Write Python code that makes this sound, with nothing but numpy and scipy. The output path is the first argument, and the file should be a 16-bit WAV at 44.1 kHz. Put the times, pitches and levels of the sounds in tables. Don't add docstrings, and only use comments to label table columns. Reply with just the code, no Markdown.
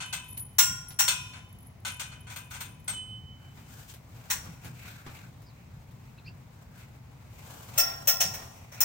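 import sys
import numpy as np
from scipy import signal
from scipy.fft import rfft, irfft, next_fast_len
from scipy.io import wavfile

SR = 44100
rng = np.random.default_rng(int(sys.argv[2]) if len(sys.argv) > 2 else 0)


def int16_out(signal):
    q = np.round(np.clip(np.atleast_2d(signal).T, -1, 1) * 32767)
    wavfile.write(sys.argv[1], SR, q.astype(np.int16))


N = 389844
TIME_S = np.arange(N) / SR
AGE_S = np.arange(SR) / SR

# (time [s], level [dB], treble [dB re level], ring [dB], rattle length [s])
PIPE_BLOWS = [(0.585, -7, -9, -2, 0.0092), (0.99, -13, -11, -1, 0.018), (4.302, -14.5, -9, -15, 0.0059)]
SNAP_BLOWS = [(0.004, -28.5, -38, 0, 0.029), (0.128, -22, -18, -3.5, .014), (1.08, -9.5, -19, -5.5, 0.009),
              (1.335, -42.5, -40, 0, 0.042), (1.851, -24.5, -22, -1, 0.036),
              (1.997, -24, -19.5, -5.5, 0.017), (2.118, -40.5, -37, -3.5, 0.012),
              (2.27, -41.5, -27, -2.5, .03), (2.3, -35.5, -16, -8, 0.031), (2.361, -30, -10, -6.5, 0.0048),
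              (2.509, -34.5, -14, -11, 0.022), (2.541, -33.5, -20, -4, 0.027),
              (2.606, -28, -11.5, -8, 0.013), (2.879, -25, -19, -7.5, 0.026)]
BUCKLE_BLOWS = [(7.779, -12.5, -6, 1, 0.02), (8.075, -11.5, -4, -3, 0.017), (8.206, -9.5, -13, -9.5, 0.013),
                (8.34, -26.5, -9, -10.5, 0.012), (8.72, -38.5, -14, -15, 0.044),
                (8.807, -14.5, 0, -1.5, 0.003)]
# (time [s], level [dB])
LINK_TOUCHES = [(0.0574, -42), (0.2802, -34), (0.319, -35), (0.374, -26.5), (0.3948, -28), (0.882, -35.5),
                (1.586, -41.5), (1.914, -42)]
# (time [s], level [dB])
TICKS = [(0.3704, -32.5), (0.9049, -30.5), (3.9374, -33), (4.6457, -32.5), (5.418, -43.5), (5.909, -46.5),
         (6.7763, -41.5)]
# (time [s], level [dB])
SCUFFS = [(3.573, -38.5), (4.46, -35.5), (4.651, -38.5), (4.849, -39), (5.063, -29.5), (5.692, -53.5),
          (8.422, -37.5)]
# (time [s], level [dB])
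THUDS = [(0.68, -35.5), (2.651, -41.5), (2.911, -38.5), (4.47, -37.5), (4.635, -33.5), (5.077, -60),
         (6.26, -41), (8.238, -34)]
# (time [s], level [dB])
SINGING = [(0.0, -49), (1.08, -58), (2.926, -38.5)]
# (time of height [s], length [s], flap [dB], rub [dB], swish [dB])
SWINGS = [(3.59, 0.13, -65, -63, -60.5), (3.787, 0.23, -60.5, -53.5, -51), (3.911, 0.059, -65, -57, -47.5),
          (4.347, 0.42, -55, -53, -54.5), (4.665, 0.097, -56.5, -51.5, -53),
          (4.89, 0.26, -60.5, -46, -50.5), (5.173, 0.31, -60, -52.5, -58), (6.804, 0.13, -65, -56.5, -59.5),
          (7.533, 0.35, -52.5, -51.5, -51), (7.855, 0.3, -46, -46.5, -46), (8.305, 0.56, -48.5, -55.5, -52),
          (8.826, 0.16, -55, -48, -64)]
# (time of middle [s], length [s], pitch [Hz], glide [octaves], level [dB])
CHIRPS = [(5.48, .1, 4760, -.6, -58), (6.188, 0.049, 2570, 0, -55.5), (6.19, .04, 4020, -0.088, -57),
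          (6.276, 0.069, 4760, 0.15, -47), (6.28, 0.056, 2660, 0.39, -44)]

# (frequency [Hz], level [dB], t60 [s])
PIPE_MODES = [(950, -11, .6), (1005, -7.5, .73), (1416, -1, .7), (1440, -7.5, .57), (1884, -10, .6),
              (2110, -5, .33), (2320, -12, .5), (2670, -16, .6), (2790, -4.5, .37), (3220, -10, .62),
              (3790, -8, .25), (5450, -5.5, .35), (5660, -2, .5), (5540, -4, .6), (5740, -5, .6),
              (5840, -3.5, .46), (6126, -13, .45), (6890, -12, .29), (6690, -12, .4), (7600, -2, .44),
              (8500, -6, .35), (10150, -5, .35), (13800, -7, .35), (15280, -2.5, .22), (15685, 6, .22)]
SNAP_MODES = [(988, -7.5, 1.0), (1503, -2, 0.38), (1547, -3, 0.34), (2053, -4.5, 0.27), (2470, -3.5, .8),
              (2596, -2.5, .55), (2724, -1.5, .35), (2920, -8.5, 0.47), (3030, -7.5, 1), (3290, -4, .25),
              (3590, -9.5, 0.72), (4326, 2.5, 0.15), (5740, -8.5, .26), (6632, -7, .25), (7240, 0, 0.22),
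              (8370, 5.5, .26), (8600, 4, 0.29)]
RAIL_MODES = [(671.6, -4, 0.85), (758, -7, 0.97), (1034, -5.5, 1), (1371, 1, 0.61), (1865, -4, 0.66),
              (2000, -11, 0.5), (2640, -3.5, 0.35), (3370, -11.5, 0.58), (5490, 2, 0.51), (5420, 5.5, 0.33),
              (5680, -2.5, 0.37), (6240, -11, 0.27), (6700, 7.5, 0.099), (8560, 3.5, 0.14),
              (8630, -9, 0.15), (15300, 5, 0.15), (15400, -8, .35)]
LINK_MODES = [(10110, -2, .17), (10310, -0.5, .35), (10300, -4.5, 0.13), (11230, -2, .16),
              (11170, -1, 0.16), (12020, -0.5, .16), (12100, -8, 0.13)]
RELEASE_MODES = [(8385, -34, 0.5), (8410, -28, 0.23)]
# (frequency [Hz], width [Hz], level [dB])
FOLDS = [(1567, 400, -3.5), (2350, 840, -2), (3390, 1300, -10.5)]

# (frequency [Hz], level [dB])
PIPE_CLATTER = [(300, -28), (700, -5.5), (980, 3), (1200, -3.5), (1900, 6), (2300, -1), (3000, -4.5),
                (4400, -5.5), (5150, -12), (5600, 2), (8500, -3.5), (11500, -12), (14300, -8.5),
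                (15500, -0.5)]
SNAP_CLATTER = [(300, -36.5), (600, -11), (1000, -6.5), (1250, -8), (1520, 2), (1800, -10), (2500, -1),
                (3400, 7.5), (5000, -1.5), (6200, 5.5), (8600, -2.5), (9600, -2), (12000, -10),
                (15500, -13)]
RAIL_CLATTER = [(250, -33), (480, 1.5), (680, 10), (1150, -1), (1900, 7), (2800, -0.5), (5150, -5.5),
                (5480, 11.5), (7400, -2.5), (8600, -2.5), (10500, -9.5), (12900, -7), (14900, -2),
                (15300, 1.5)]
# (frequency [Hz], level [dB])
TICK_COLOUR = [(400, 2.5), (1200, 0), (3000, 1.5), (7000, -3.5), (16000, -3)]
SCUFF_COLOUR = [(250, 6.5), (600, -7.5), (1200, 3), (2400, -6), (4000, -10.5), (12000, -24)]
THUD_COLOUR = [(40, -23), (85, -2), (140, 3.5), (200, -8), (300, -16), (800, -35), (4000, -65.5)]
# (frequency [Hz], level [dB])
FLAP_COLOUR = [(200, -6), (300, -8.5), (520, -2), (850, -0.5), (1150, -2.5), (1700, -22.5)]
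SWISH_COLOUR = [(1760, -26.5), (3000, 3.5), (3910, -2.5), (4290, -1.5), (7400, 1.5), (10800, -8),
                (15000, 0), (16000, -11)]
# (frequency [Hz], level [dB])
RUMBLE_COLOUR = [(12, -58), (20, -30.5), (27, -36.5), (30, -65), (40, -12.5), (108, -0.5), (125, -1),
                 (145, -4), (203, -13), (258, -16), (403, -29), (500, -28.5), (650, -64.5), (1100, -120)]
AIR_COLOUR = [(240, -29.5), (400, -5), (814, -1), (1400, -8.5), (1630, -11), (2120, -7.5), (3210, -16.5),
              (6540, -19), (10900, -30), (15000, -22), (16000, -17)]
# (frequency [Hz], correlation [-1..1])
LIKENESS = [(30, 0.88), (130, 1), (260, 0.71), (600, 0.24), (1500, 0.19), (4000, 0), (16000, 0.13)]
# (frequency [Hz], left minus right [dB])
MIC_BALANCE = [(100, -0.5), (1100, 3), (2800, 0), (5500, -0.5), (8500, 4.5), (11000, -1.5), (14000, 7)]
ZONES_HZ = [1400, 5500, 14500]
# (flap [dB], rub [dB], swish [dB])
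CARRY_DB = [-66.5, -65.5, -69]

RUMBLE_DB, AIR_DB = -49, -61
CARRY_S, CARRY_FADE_S = 3.34, 0.07
SWELL_SHARE = 0.51
ARCH_OCTAVES = 0.17
RELEASE_S = 2.88
JINGLE_DB, JINGLE_SPREAD_DB = -53.5, 4
SINGING_HZ = 3029
NOTE_ATTACK_S, NOTE_HOLD_S, NOTE_T60_S = 0.027, 0.1, 1.12
BEAT_DEPTH, BEATS_PER_S, FIRST_SWELL_S = 0.44, 6.0, 0.055
BASS_LOSS, REFERENCE_BLOW_DB = 0.37, -20.5
CUTOFF_HZ = 15850


def from_db(db):
    return 10 ** (np.asarray(db) / 20)


def rms_one(x):
    return x / np.sqrt(np.mean(x ** 2) + 1e-20)


def at_hz(points, hz):
    known_hz, values = np.transpose(points)
    return np.interp(np.log(hz + 1), np.log(known_hz), values)


def add(out, time_s, sound):
    start = max(0, round(time_s * SR))
    out[:, start:start + sound.shape[-1]] += sound[..., :N - start]


def panned(left_right_db):
    return from_db(np.array([[left_right_db], [-left_right_db]]) / 2)


def drift(knots_per_s, size):
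    knots = rng.standard_normal(size // 20 + 2)
    return np.interp(np.arange(size) * knots_per_s / SR, np.arange(len(knots)), knots)


def noise(colour, size, band_hz=(0, SR), comb=1):
    length = next_fast_len(size, True)
    hz = np.fft.rfftfreq(length, 1 / SR)
    mid, side = rfft(rng.standard_normal((2, length)))
    alike = np.clip(at_hz(LIKENESS, hz), -1, 1)
    pair = np.sqrt(1 + alike) * mid + np.sqrt(1 - alike) * side * [[1], [-1]]
    in_band = (hz >= band_hz[0]) * (hz < band_hz[1])
    spectrum = pair * comb * from_db(at_hz(colour, hz)) * in_band
    return rms_one(irfft(spectrum, length)[:, :size])


def afresh(loop):
    return np.roll(loop, rng.integers(SR), axis=-1)


def envelope(attack_s, hold_s, t60_s):
    rise = 1 - np.exp(-AGE_S / abs(attack_s))
    return rise * np.exp(-np.log(1000) * np.maximum(AGE_S - hold_s, 0) / abs(t60_s))


def ringing(modes, attack_s, split_hz, twin):
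    tones = []
    for hz, db, t60_s in modes:
        pair_hz = hz + np.array([[0], [split_hz * rng.uniform(0.5, 2.3)]])
        pair = np.array([[1], [twin]]) * np.exp(2j * np.pi * pair_hz * AGE_S)
        tones.append(from_db(db) * pair * envelope(attack_s, 0, t60_s))
    return np.array(tones)


def ring(tones, strength_db=0, scatter_db=1.1):
    gains = from_db(strength_db + scatter_db * rng.standard_normal((2, len(tones))))
    weights = gains[..., None] * np.exp(2j * np.pi * rng.random((2, len(tones), 2)))
    return np.tensordot(weights, tones, 2).real


def surroundings(throb_db=0.97):
    rumble = from_db(RUMBLE_DB + throb_db * drift(15, size=N)) * noise(RUMBLE_COLOUR, size=N)
    return rumble * panned(1.3) + from_db(AIR_DB) * noise(AIR_COLOUR, size=N)


def bird(level_db=-4.5, waver=0.062, flutter_db=3.3, echo_db=-11):
    out = np.zeros((1, N))
    for time_s, length_s, middle_hz, glide, db in CHIRPS:
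        along = np.minimum(2 * AGE_S / length_s - 1, 1)
        hz = middle_hz * 2 ** (glide * along / 2 - ARCH_OCTAVES * along ** 2)
        cycles = np.cumsum(hz * (1 + waver * drift(1100, size=SR))) / SR
        gain = (1 - along ** 2) ** 2 * from_db(db + level_db + flutter_db * drift(280, size=SR))
        add(out, time_s - length_s / 2, gain * np.sin(2 * np.pi * cycles))
    echoes = np.array([np.roll(out[0], round(delay_s * SR)) for delay_s in (0.013, 0.027)])
    return out + from_db(echo_db) * echoes


def bursts(events, colour, level_db, attack_s, t60_s):
    out, loop = np.zeros((2, N)), noise(colour, size=SR)
    for time_s, db in events:
        add(out, time_s, from_db(db + level_db) * envelope(attack_s, 0, t60_s) * afresh(loop))
    return out


def footfalls():
    return bursts(THUDS, THUD_COLOUR, level_db=-1.5, attack_s=0.0115, t60_s=0.34)


def scuffs():
    return bursts(SCUFFS, SCUFF_COLOUR, level_db=-11.0, attack_s=0.00086, t60_s=0.246)


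def ticks():
    return bursts(TICKS, TICK_COLOUR, level_db=-13, attack_s=0.00047, t60_s=0.15)


def handling():
    power = from_db(CARRY_DB)[:, None] ** 2 * np.clip((TIME_S - CARRY_S) / CARRY_FADE_S, 0, 1)
    for time_s, length_s, flap_db, rub_db, swish_db in SWINGS:
        width_s = length_s * np.where(TIME_S < time_s, SWELL_SHARE, 1 - SWELL_SHARE)
        swell = np.exp(-np.minimum(((TIME_S - time_s) / width_s) ** 2, 20))
        power = power + (from_db([flap_db, rub_db, swish_db])[:, None] * swell) ** 2
    return np.sqrt(power)


def blanket(flap_db=-1.0, rub_db=-2.5, swish_db=-3.0, crinkle_db=2.0, shifting_db=3.0):
    flap_gain, rub_gain, swish_gain = handling()
    cloth = flap_gain * from_db(flap_db) * noise(FLAP_COLOUR, size=N)
    cloth += swish_gain * from_db(swish_db) * noise(SWISH_COLOUR, size=N) * panned(2.3)
    friction = rng.standard_normal((2, N))
    for hz, width_hz, db in FOLDS:
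        edges_hz = [hz - width_hz / 2, hz + width_hz / 2]
        fold = signal.sosfilt(signal.butter(2, edges_hz, "band", fs=SR, output="sos"), friction)
        shifting = from_db(rub_db + db + shifting_db * drift(12, size=N))
        cloth += rub_gain * shifting * rms_one(fold)
    return cloth * from_db(crinkle_db * drift(120, size=N) + 1.0 * drift(22, size=N))


def chain(level_db=-13, shiver_db=5.5, touch_db=-6, touch_t60_s=0.039, count=40):
    out = np.zeros((2, N))
    tones = ringing(LINK_MODES, attack_s=0.0038, split_hz=51, twin=0.91)
    touch = noise(SWISH_COLOUR, size=SR)
    jingle = [(RELEASE_S * (k + rng.random()) / count,
               JINGLE_DB + JINGLE_SPREAD_DB * rng.standard_normal()) for k in range(count)]
    for time_s, db in LINK_TOUCHES + jingle:
        tick = from_db(touch_db) * envelope(0.0016, 0, touch_t60_s) * afresh(touch)
        gain = from_db(db + level_db + shiver_db * drift(160, size=SR))
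        add(out, time_s, gain * (ring(tones) + tick))
    return out


def release(pan_db=-5.0):
    out = np.zeros((2, N))
    beating = 1 + BEAT_DEPTH * np.cos(2 * np.pi * BEATS_PER_S * (AGE_S - FIRST_SWELL_S))
    tone = np.sin(2 * np.pi * SINGING_HZ * AGE_S + [[0], [0.8]])
    note = envelope(NOTE_ATTACK_S, NOTE_HOLD_S, NOTE_T60_S) * beating * tone
    for time_s, db in SINGING:
        add(out, time_s, from_db(db) * note * panned(pan_db))
    add(out, RELEASE_S, ring(ringing(RELEASE_MODES, attack_s=0.00074, split_hz=6.8, twin=0.23)))
    return out


def crowded_modes():
    hz = np.fft.rfftfreq(next_fast_len(SR, True), 1 / SR)
    centres_hz = np.cumsum(rng.uniform(25, 100, 290))
    return np.sqrt(np.sum(1 / (1 + ((hz - centres_hz[:, None]) / 9) ** 2), axis=0))


def steel(blows, colour, modes, clatter_db, bass_db, middle_db, modes_db, attack_s, build_up_s,
          t60_s, rough_db, tail_db, tail_t60_s, pan_db, lead_s):
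    out, panel = np.zeros((2, N)), crowded_modes()
    bands_hz = [(0, 2500), (2500, 12000), (12000, SR)]
    decay_factors = [1.1, 1.0, 0.75]
    clatters = [noise(colour, size=SR, band_hz=band, comb=panel) for band in bands_hz]
    tails = [noise(colour, size=SR, band_hz=band, comb=panel ** 2) for band in bands_hz]
    tones = ringing(modes, build_up_s, split_hz=18, twin=0.82)
    log_hz = np.log(np.array(modes)[:, 0])
    for time_s, level_db, treble_db, ring_db, rattle_s in blows:
        blow_bass_db = bass_db - BASS_LOSS * (level_db - REFERENCE_BLOW_DB)
        levels_db = [blow_bass_db, middle_db, treble_db]
        chatter = from_db(rough_db * np.tanh(drift(350, size=SR)))
        zone_db = np.interp(log_hz, np.log(ZONES_HZ), levels_db)
        sound = ring(tones, modes_db + ring_db + zone_db)
        for clatter, tail, db, factor in zip(clatters, tails, levels_db, decay_factors):
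            contact = chatter * envelope(attack_s, rattle_s, t60_s * factor) * afresh(clatter)
            after = from_db(tail_db) * envelope(0.041, 0, tail_t60_s * factor) * afresh(tail)
            sound = sound + from_db(clatter_db + db) * (contact + after)
        add(out, time_s - lead_s, from_db(level_db) * sound * panned(pan_db))
    return out


def buckles():
    return steel(BUCKLE_BLOWS, RAIL_CLATTER, RAIL_MODES, clatter_db=-3.0, bass_db=-17.0,
                 middle_db=-10.5, modes_db=-3.5, attack_s=0.0016, build_up_s=0.01, t60_s=0.24,
                 rough_db=2.0, tail_db=-17.5, tail_t60_s=1.0, pan_db=-0.6, lead_s=0.003)


def pipes():
    return steel(PIPE_BLOWS, PIPE_CLATTER, PIPE_MODES, clatter_db=0.0, bass_db=-14.5,
                 middle_db=-10.0, modes_db=-3.5, attack_s=0.0048, build_up_s=0.0048, t60_s=0.22,
                 rough_db=2.0, tail_db=-17.5, tail_t60_s=0.64, pan_db=0.5, lead_s=0.002)


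def snap():
    return steel(SNAP_BLOWS, SNAP_CLATTER, SNAP_MODES, clatter_db=-3.5, bass_db=-14.5,
                 middle_db=-10.0, modes_db=-4.5, attack_s=0.0021, build_up_s=0.002, t60_s=0.23,
                 rough_db=2.0, tail_db=-15, tail_t60_s=0.74, pan_db=2.0, lead_s=0.002)


def scene():
    background = surroundings() + bird()
    contacts = footfalls() + scuffs() + ticks()
    metal = chain() + release() + buckles() + pipes() + snap()
    return background + contacts + blanket() + metal


def record(dry):
    balance_db = at_hz(MIC_BALANCE, np.fft.rfftfreq(N, 1 / SR))
    heard = irfft(rfft(dry) * from_db(np.array([balance_db, -balance_db]) / 2), N)
    return signal.sosfilt(signal.ellip(10, 0.2, 70, CUTOFF_HZ, fs=SR, output="sos"), heard)


dry = scene()
out = record(dry)
int16_out(out)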